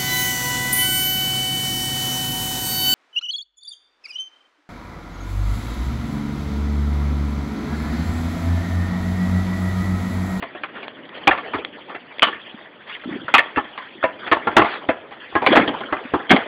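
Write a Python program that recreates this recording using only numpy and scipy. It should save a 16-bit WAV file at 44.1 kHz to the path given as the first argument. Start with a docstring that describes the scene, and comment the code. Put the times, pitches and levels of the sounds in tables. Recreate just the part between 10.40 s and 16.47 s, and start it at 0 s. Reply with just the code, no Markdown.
"""Roof boards of an open barn are prised loose with a bar, over scraping wood and a hush of trees.
Light knocks and dry snaps come first; near 0.9, 1.8 and 2.9 s boards strike the rafters hard and ring.
Muffled low bumps join after 2 s. From 3.6 s to the end, boards fall and clatter in dense clusters;
wind thumps the microphone most near 5.2 s. Its narrow band ends near 5 kHz; the loudest blows clip."""
import sys
import numpy as np
from scipy import signal
from scipy.fft import rfft, irfft, next_fast_len
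from scipy.io import wavfile
from scipy.ndimage import uniform_filter1d, map_coordinates

SR = 44100
rng = np.random.default_rng(int(sys.argv[2]) if len(sys.argv) > 2 else 0)


def put_to_file(sound):
    """Save the sound as 16-bit audio at rate SR, in the file named by the first command-line argument."""
    columns = np.atleast_2d(sound).T  # one column per channel
    safe = np.clip(columns, -1, 1)
    whole_steps = np.round(safe * 32767)
    wavfile.write(sys.argv[1], SR, whole_steps.astype(np.int16))


N = 267687

# Wind on the microphone. Each row: time in seconds, thump level in dB.
WIND_LEVELS = [(0.0, -47.5), (1.27, -43), (1.59, -50.5), (2.72, -50.5), (2.84, -44), (3.43, -52),
               (4.16, -40.5), (4.68, -51), (4.95, -49), (5.15, -26), (5.58, -49), (6.07, -42.5)]
# Wind thump spectrum. Each row: frequency in Hz, density in dB.
THUMP_SPECTRUM = [(15, -33), (40, -23.5), (150, -10.5), (220, -5.5), (300, -5), (420, -12), (600, -6),
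                  (1000, -55)]
# Stutters of low bumps. Each row: start in seconds, length in seconds, level in dB, pitch in Hz.
STUTTERS = [(2.145, .005, -28, 234), (2.659, .12, -22.5, 262.4), (2.786, .07, -31.5, 252),
            (3.556, .035, -35, 348), (5.088, .035, -10.5, 298), (5.167, .005, -12.5, 463),
            (5.198, .04, -13.5, 267), (5.285, .03, -16, 306), (5.452, .005, -29, 276),
            (5.654, .005, -26, 263), (5.913, .035, -3, 280), (5.985, .005, -22.5, 253)]
# Spectrum of scraping, also of the trees. Each row: frequency in Hz, density in dB.
SCRAPE_SPECTRUM = [(100, -48), (400, -2), (1000, -2), (1500, -4), (1800, -1.5), (2200, -6.5), (2800, -9),
                   (3350, -5), (3900, -15), (5500, -7.5), (7000, -99.5)]
# Steady shuffling of wood. Each row: time in seconds, level in dB, brightness in dB.
SHUFFLE_LEVELS = [(0.0, -38.5, 4.5), (0.71, -40, 3), (1.01, -35, 6.5), (1.5, -51, 12), (1.99, -42, 12),
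                  (2.33, -48, 7.5), (2.96, -41, 9.5), (3.06, -34, 1.5), (3.48, -40.5, 9), (3.63, -42, 3),
                  (4.11, -31, 0), (4.72, -43.5, 0.5), (4.99, -43.5, 12.5), (5.14, -23.5, -8),
                  (5.55, -36.5, 5), (6.07, -33, 5)]
# Wood dragged over wood. Each row: start in seconds, length in seconds, level in dB, brightness in dB.
DRAG_STROKES = [(0.34, 0.078, -35.5, 1.5), (0.717, 0.17, -41, 4), (1.016, 0.21, -43.5, -9.5),
                (1.32, 0.076, -42.5, 0), (1.475, 0.056, -38.5, -4), (1.696, 0.12, -48, -4.5),
                (2.065, 0.049, -47, -5), (2.184, 0.046, -40, 1.5), (2.463, 0.071, -32, 7.5),
                (2.681, 0.05, -32.5, 0), (3.785, 0.069, -34.5, 5.5), (4.107, 0.078, -38.5, 4.5),
                (4.258, .1, -27, 6), (4.708, 0.019, -43, 7.5), (4.794, .1, -49.5, 16),
                (5.051, 0.15, -24.5, 10.5), (5.476, 0.16, -54, -15), (5.895, 0.043, -19.5, -11)]
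# Dry snaps. Each row: time in seconds, level in dB, relative level of the low knock in dB.
SNAPS = [(0.4823, -16, -18), (0.6547, -29, -34), (0.693, -24.5, -23), (1.2496, -7, -24),
         (1.785, -21, -21.5), (1.796, -9, -34)]
# Modes of board and beam. Each row: multiple of the pitch, width as a share of the pitch, level in dB.
WOOD_MODES = [(.78, 0.091, 0), (1, 0.06, 7.5), (1.22, 0.14, -2), (1.55, 0.037, 3), (1.9, 0.25, -14)]
# Blows of a board on a beam. Each row: time in seconds, level in dB, board, beam and crack pitch in Hz,
# board, thud and crack level over the beam in dB, chatter T60 in seconds.
BLOWS = [(0.026, -12.5, 1110, 676, 2050, -5, -3, 1, 0.068),
         (0.151, -20.5, 1660, 720, 2780, -9, -1, -23, 0.046),
         (0.236, -11.5, 1340, 796, 2360, 5, -8.5, 4, 0.06),
         (0.358, -24.5, 1800, 520, 1800, 8, 6, -9, 0.096), (0.431, -19, 1350, 554, 2330, 6, -1, 12, 0.065),
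         (0.765, -22, 1730, 590, 3120, -12.5, -11, -2, 0.12),
         (0.874, 6.5, 1040, 667, 2420, 3.5, -2, 6, 0.055), (0.894, -2, 1030, 816, 1790, 10, 9, -6.5, 0.032),
         (0.91, -0.5, 1780, 744, 1810, 6, -14, -13, 0.058),
         (0.928, -8.5, 1140, 737, 1830, 5, -5.5, -2, 0.063),
         (0.978, -13, 1140, 885, 2180, 2.5, -35, -1, 0.064),
         (1.136, -7, 1250, 490, 2460, 11, -13, 1, 0.025), (1.146, -8.5, 1090, 879, 1740, 1.5, 3, -3, 0.078),
         (1.188, -21, 1150, 535, 2350, -13, 11.5, 9.5, 0.054),
         (1.497, -22, 1100, 695, 1870, -2, -10, 2, 0.099), (1.548, -17, 1750, 716, 2120, 1.5, 0, -2, 0.077),
         (1.823, 6, 1130, 878, 3010, 7.5, -14.5, 11, 0.097),
         (1.871, -8, 1130, 501, 2910, 6.5, 1.5, 5.5, 0.11),
         (1.927, -19.5, 1780, 900, 1870, 14.5, 10, -2, 0.14),
         (2.638, -22.5, 1340, 634, 1820, 3.5, -9, -1, 0.043),
         (2.882, -11, 1340, 552, 1890, 7, -16, -1, 0.067),
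         (2.941, 8.5, 1150, 1023, 2480, 4.5, -10.5, 7.5, 0.081),
         (2.983, 3.5, 1730, 587, 1916, 4, -11.5, 8.5, 0.067),
         (3.161, -10, 1740, 603, 1940, 8, -11, -11, 0.1),
         (3.173, -3, 1140, 826, 2060, 3, 1.5, -10.5, 0.073),
         (3.378, -15, 1020, 1004, 1970, -1.5, -24, 5.5, 0.1),
         (3.424, -24, 1470, 890, 2030, 5, -8, 2, 0.067), (3.628, -10, 1353, 824, 1770, 5, -11.5, -8, 0.11),
         (3.639, -1, 1760, 641, 2250, -5, -9, -13.5, 0.066),
         (3.866, -17.5, 1720, 960, 1820, 3.5, -3.5, -7.5, 0.054),
         (3.875, -12, 1760, 720, 1800, 5, -8, 1, 0.052), (3.916, 2.5, 1100, 597, 1800, 4.5, -2.5, 4, 0.11),
         (3.969, -13, 993, 910, 2630, 7.5, 5, -13.5, 0.044),
         (4.072, -2.5, 1340, 885, 2120, -5.5, 0, -10.5, 0.081),
         (4.113, -19.5, 1540, 627, 1800, 4.5, -5.5, -2, 0.06),
         (4.168, 7.5, 1350, 771, 1880, 0.5, 1.5, -0.5, 0.099),
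         (4.192, -1.5, 1350, 840, 2020, -9.5, 2.5, -10, 0.16),
         (4.217, -1, 1170, 858, 2060, -1, -6, -4.5, 0.061),
         (4.247, -6, 1180, 848, 2090, -0.5, -11, -1, 0.087),
         (4.489, 0, 1680, 648, 2070, -5.5, -6, -15, 0.075), (4.711, -25.5, 950, 837, 1930, -1, -3, 3, 0.13),
         (4.925, -26.5, 1140, 800, 1990, -2, 1.5, -15.5, 0.11),
         (4.954, -2, 1070, 850, 1890, 5.5, 0, -7.5, 0.079),
         (5.021, -6, 950, 635, 2330, 0.5, -3, -7.5, 0.07),
         (5.043, -13, 991, 960, 1960, 6.5, 8.5, -0.5, 0.037),
         (5.065, 4.5, 988, 535, 2250, -3, -14.5, 2, 0.067), (5.125, 0, 1760, 640, 3260, -8, -4.5, -3, 0.07),
         (5.154, 2.5, 1310, 581, 1900, -5, -7, -6, 0.13), (5.166, 3, 1700, 818, 1770, 0.5, 3.5, -4.5, 0.1),
         (5.211, -18.5, 1270, 464, 1820, 2, -0.5, -10, 0.036),
         (5.278, -5, 1020, 550, 3130, -2, -2.5, 0.5, 0.067), (5.34, -15, 966, 924, 3050, -1, -1, -6, 0.09),
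         (5.408, -14, 1060, 825, 3210, 2, 1, -5.5, 0.064),
         (5.436, -16, 1460, 540, 1920, 4.5, -2, -5.5, 0.025),
         (5.526, -4, 1310, 762, 1770, -1, 0.5, -10.5, 0.072),
         (5.568, -15.5, 1590, 595, 1804, 23, -4, -9.5, 0.039),
         (5.655, -25.5, 1520, 544, 1980, 3.5, -9, -1, 0.089),
         (5.738, -1.5, 1190, 832, 1770, -13.5, 1.5, -16, 0.091),
         (5.821, -26.5, 1076, 820, 3290, 7, -6.5, -1, 0.062),
         (5.896, -5, 950, 750, 3230, -4, -2.5, 25.5, 0.21), (5.906, 6, 1540, 768, 2155, -0.5, -2, 1, 0.1),
         (5.964, -2, 1620, 680, 2090, -11, -3, 6.5, 0.03),
         (6.019, -15.5, 1500, 680, 2540, 14, -8, 3, 0.036)]
# Microphone response. Each row: frequency in Hz, gain in dB.
MIC_RESPONSE = [(20, -21.5), (70, -7), (180, -2), (300, 0.5), (3400, -6.5), (3900, -18.5), (4700, -23.5),
                (5000, -43.5), (5300, -67)]
# The microphone's own rumble. 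Each row: frequency in Hz, density in dB.
RUMBLE_SPECTRUM = [(12, -42), (20, -14), (22, -21.5), (43, -14.5), (150, -3.5), (200, -27), (330, -120)]


def amp(db):
    """Decibels to gain."""
    return 10 ** (np.asarray(db) / 20)


def unit_rms(x):
    """Each row at rms 1."""
    return x / np.sqrt(np.mean(x ** 2, axis=-1, keepdims=True) + 1e-20)


def gain_at(spectrum, hz):
    """Gain from (Hz, dB) points on a log frequency axis."""
    points_hz, db = np.transpose(spectrum)
    return amp(np.interp(np.log(hz + 1), np.log(points_hz + 1), db))


def wobble(rate_hz):
    """Smooth curve through random knots."""
    knots = rng.standard_normal(int(N * rate_hz / SR) + 4)
    return map_coordinates(knots, [np.arange(N) * rate_hz / SR])


def filtered(x, response):
    """Filter x by a function of frequency."""
    size = next_fast_len(N + 8192)
    return irfft(rfft(x, size) * response(np.fft.rfftfreq(size, 1 / SR)), size)[:N]


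def shaped(x, spectrum):
    """Filter x by (Hz, dB) points."""
    return filtered(x, lambda hz: gain_at(spectrum, hz))


def resonance(hz, centre_hz, width_hz):
    """Causal response of one mode, 1 at its centre."""
    return 1j * hz * width_hz / (centre_hz ** 2 - hz ** 2 + 1j * hz * width_hz)


def mix_at(sounds, start_s):
    """Sum rows of sound at their start times."""
    index = np.round(start_s * SR).astype(int) + np.arange(sounds.shape[1])
    return np.bincount(index.ravel(), sounds.ravel(), N + sounds.shape[1])[:N]


def patchy_noise(depth_db):
    """White noise whose gain drifts in patches of time and frequency."""
    spectra = signal.stft(rng.standard_normal(N), nperseg=256)[2]
    patches = uniform_filter1d(rng.standard_normal(spectra.shape), size=3, axis=0)
    patches = uniform_filter1d(patches, size=10, axis=1)
    return signal.istft(spectra * amp(depth_db * patches / patches.std()), nperseg=256)[1][:N]


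def wind():
    """Gusts thump the microphone over a steady hush of trees."""
    gusts = rng.standard_normal(N) * amp(1.5 * wobble(rate_hz=70))
    thump = unit_rms(shaped(gusts, THUMP_SPECTRUM))
    hush = unit_rms(shaped(rng.standard_normal(N), SCRAPE_SPECTRUM))
    thump_db = np.interp(np.arange(N) / SR, *np.transpose(WIND_LEVELS))
    return amp(thump_db) * thump + amp(-46) * hush


def low_bumps(size=2048, max_count=9, gap_s=0.016, scatter_db=1.5, detune=0.22):
    """Soft low pushes of a few cycles each, in uneven stutters."""
    start_s, length_s, db, pitch_hz = np.transpose(STUTTERS)[:, :, None]
    time_draw, level_draw, pitch_draw = rng.standard_normal((len(STUTTERS), 3, max_count)).swapaxes(0, 1)
    phase = rng.random((len(STUTTERS), max_count))
    delay_s = np.arange(max_count) * gap_s
    heard, repeat = delay_s <= length_s, delay_s > 0
    time_s = (start_s + delay_s + repeat * gap_s / 5 * time_draw)[heard, None]
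    gain = amp(db - scatter_db * level_draw)[heard, None]
    hz = (pitch_hz * np.exp(detune * repeat * pitch_draw))[heard, None]
    t = np.arange(size) / SR
    swell = t / 0.0033 * np.exp(1 - t / 0.0032)
    return mix_at(gain * swell * np.sin(2 * np.pi * (hz * t + phase[heard, None])), time_s - 0.002)


def scraping(split_hz=1600, attack_s=0.02, t60_s=0.24):
    """Wood rubs on wood, steadily and in strokes; brightness trades the low band for the high."""
    grit = patchy_noise(depth_db=5) * amp(wobble(rate_hz=100))
    high_share = lambda hz: 1 / (1 + (split_hz / (hz + 1)) ** 4)
    low = filtered(grit, lambda hz: gain_at(SCRAPE_SPECTRUM, hz) * (1 - high_share(hz)))
    high = filtered(grit, lambda hz: gain_at(SCRAPE_SPECTRUM, hz) * high_share(hz))
    t = np.arange(N) / SR
    time_s, steady_db, tilt_db = np.transpose(SHUFFLE_LEVELS)
    steady, tilt = amp(np.interp(t, time_s, steady_db)), amp(np.interp(t, time_s, tilt_db))
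    start_s, length_s, stroke_db, bright_db = np.transpose(DRAG_STROKES)[:, :, None]
    grid_s = t[::64]
    attack = np.clip((grid_s - start_s) / attack_s, 0, 1)
    strokes = attack * amp(stroke_db - 60 * np.maximum(grid_s - start_s - length_s, 0) / t60_s)
    low_gain = steady / tilt + np.interp(t, grid_s, np.sum(strokes * amp(-bright_db), axis=0))
    high_gain = steady * tilt + np.interp(t, grid_s, np.sum(strokes * amp(bright_db), axis=0))
    return (low * low_gain + high * high_gain) / np.std(low + high)


def snaps(size=2048):
    """Splinters or nails snap: a few ms of force into three hard resonances and a low knock."""
    time_s, db, knock_db = np.transpose(SNAPS)[:, :, None]
    t, hz = np.arange(size) / SR, np.fft.rfftfreq(size, 1 / SR)
    force = unit_rms(rng.standard_normal((len(SNAPS), size)) * t * np.exp(-t / 0.00068))
    hard = resonance(hz, 3370, 350) - 0.57 * resonance(hz, 1970, 500) - 1.1 * resonance(hz, 5300, 400)
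    knock = amp(knock_db + 11) * resonance(hz, 550, 510)
    return mix_at(amp(db - 2) * irfft((hard + knock) * rfft(force), size), time_s - 0.0015)


def wood_response(hz, pitch_hz):
    """A board or beam rings in modes of alternating sign."""
    return sum((-1) ** k * amp(db) * resonance(hz, ratio * pitch_hz, width * pitch_hz)
               for k, (ratio, width, db) in enumerate(WOOD_MODES))


def contact_forces(t, db, chatter_t60_s, rattle_t60_s=0.33):
    """Rough faces meet in a chatter of small contacts, then the loose wood rattles on."""
    blow_noise, rattle_noise, roughness = rng.standard_normal((len(db), 3, len(t))).swapaxes(0, 1)
    lumps = unit_rms(uniform_filter1d(uniform_filter1d(roughness, size=70), size=70)).clip(-2, 1.5)
    rise_s = 0.0023 * amp(0.15 * db)  # heavier blows swell more slowly
    envelope = (1 - 0.86 * np.exp(-t / rise_s)) * amp(-60 * (t / chatter_t60_s) ** 1.325)
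    blow = unit_rms(envelope * blow_noise * amp(2.2 * lumps))
    blow /= np.max(unit_rms(envelope), axis=1, keepdims=True)
    blow[:, round(0.0015 * SR)] += 8.5  # one hard opening push
    rattle_db = -12 - 60 * t / rattle_t60_s + 4.15 * lumps
    rattle = (1 - np.exp(-t / 0.028)) * amp(rattle_db) * rattle_noise * (t < 0.3)
    return blow, rattle


def board_knocks(size=16384, rattle_cutoff_hz=2200):
    """Blow and rattle ring board and beam; the rafters add a thud, hard edges a crack."""
    (time_s, db, board_hz, beam_hz, crack_hz,
     board_db, thud_db, crack_db, chatter_t60_s) = np.transpose(BLOWS)[:, :, None]
    t, hz = np.arange(size) / SR, np.fft.rfftfreq(size, 1 / SR)
    blow, rattle = contact_forces(t, db, chatter_t60_s)
    force = rfft(blow) + rfft(rattle) / (1 + 1j * hz / rattle_cutoff_hz)
    thud = amp(thud_db) * (resonance(hz, 319.5, 320) ** 2 + 0.57 * resonance(hz, 76, 160))
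    crack = amp(crack_db) * (resonance(hz, crack_hz, 190) + 0.31 * resonance(hz, 2600, 5200))
    body = amp(board_db) * wood_response(hz, board_hz) + wood_response(hz, beam_hz) + thud + crack
    body /= np.sqrt(np.mean(np.abs(body[:, hz < 4000]) ** 2, axis=1, keepdims=True))
    return mix_at(amp(db) * irfft(body * force, size), time_s - 0.002)  # force builds before the peak


def scene():
    """Knocks, snaps and bumps over scraping and wind, in mono."""
    return (board_knocks() + snaps() + low_bumps() + scraping() + wind())[None]


def record(dry):
    """Small camera microphone: narrow band, rumble, clipping, faint hiss, band limit."""
    ceiling, top_hz = 0.99, 16600
    x = shaped(dry[0], MIC_RESPONSE)
    x += amp(-69.5) * unit_rms(shaped(rng.standard_normal(N), RUMBLE_SPECTRUM))
    x /= (1 + np.abs(x / ceiling) ** 30) ** (1 / 30)
    x += amp(-99) * rng.standard_normal(N)
    return filtered(x, lambda hz: np.clip((top_hz - hz) / 900, 0, 1) ** 2)[None]


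dry = scene()
out = record(dry)
put_to_file(out)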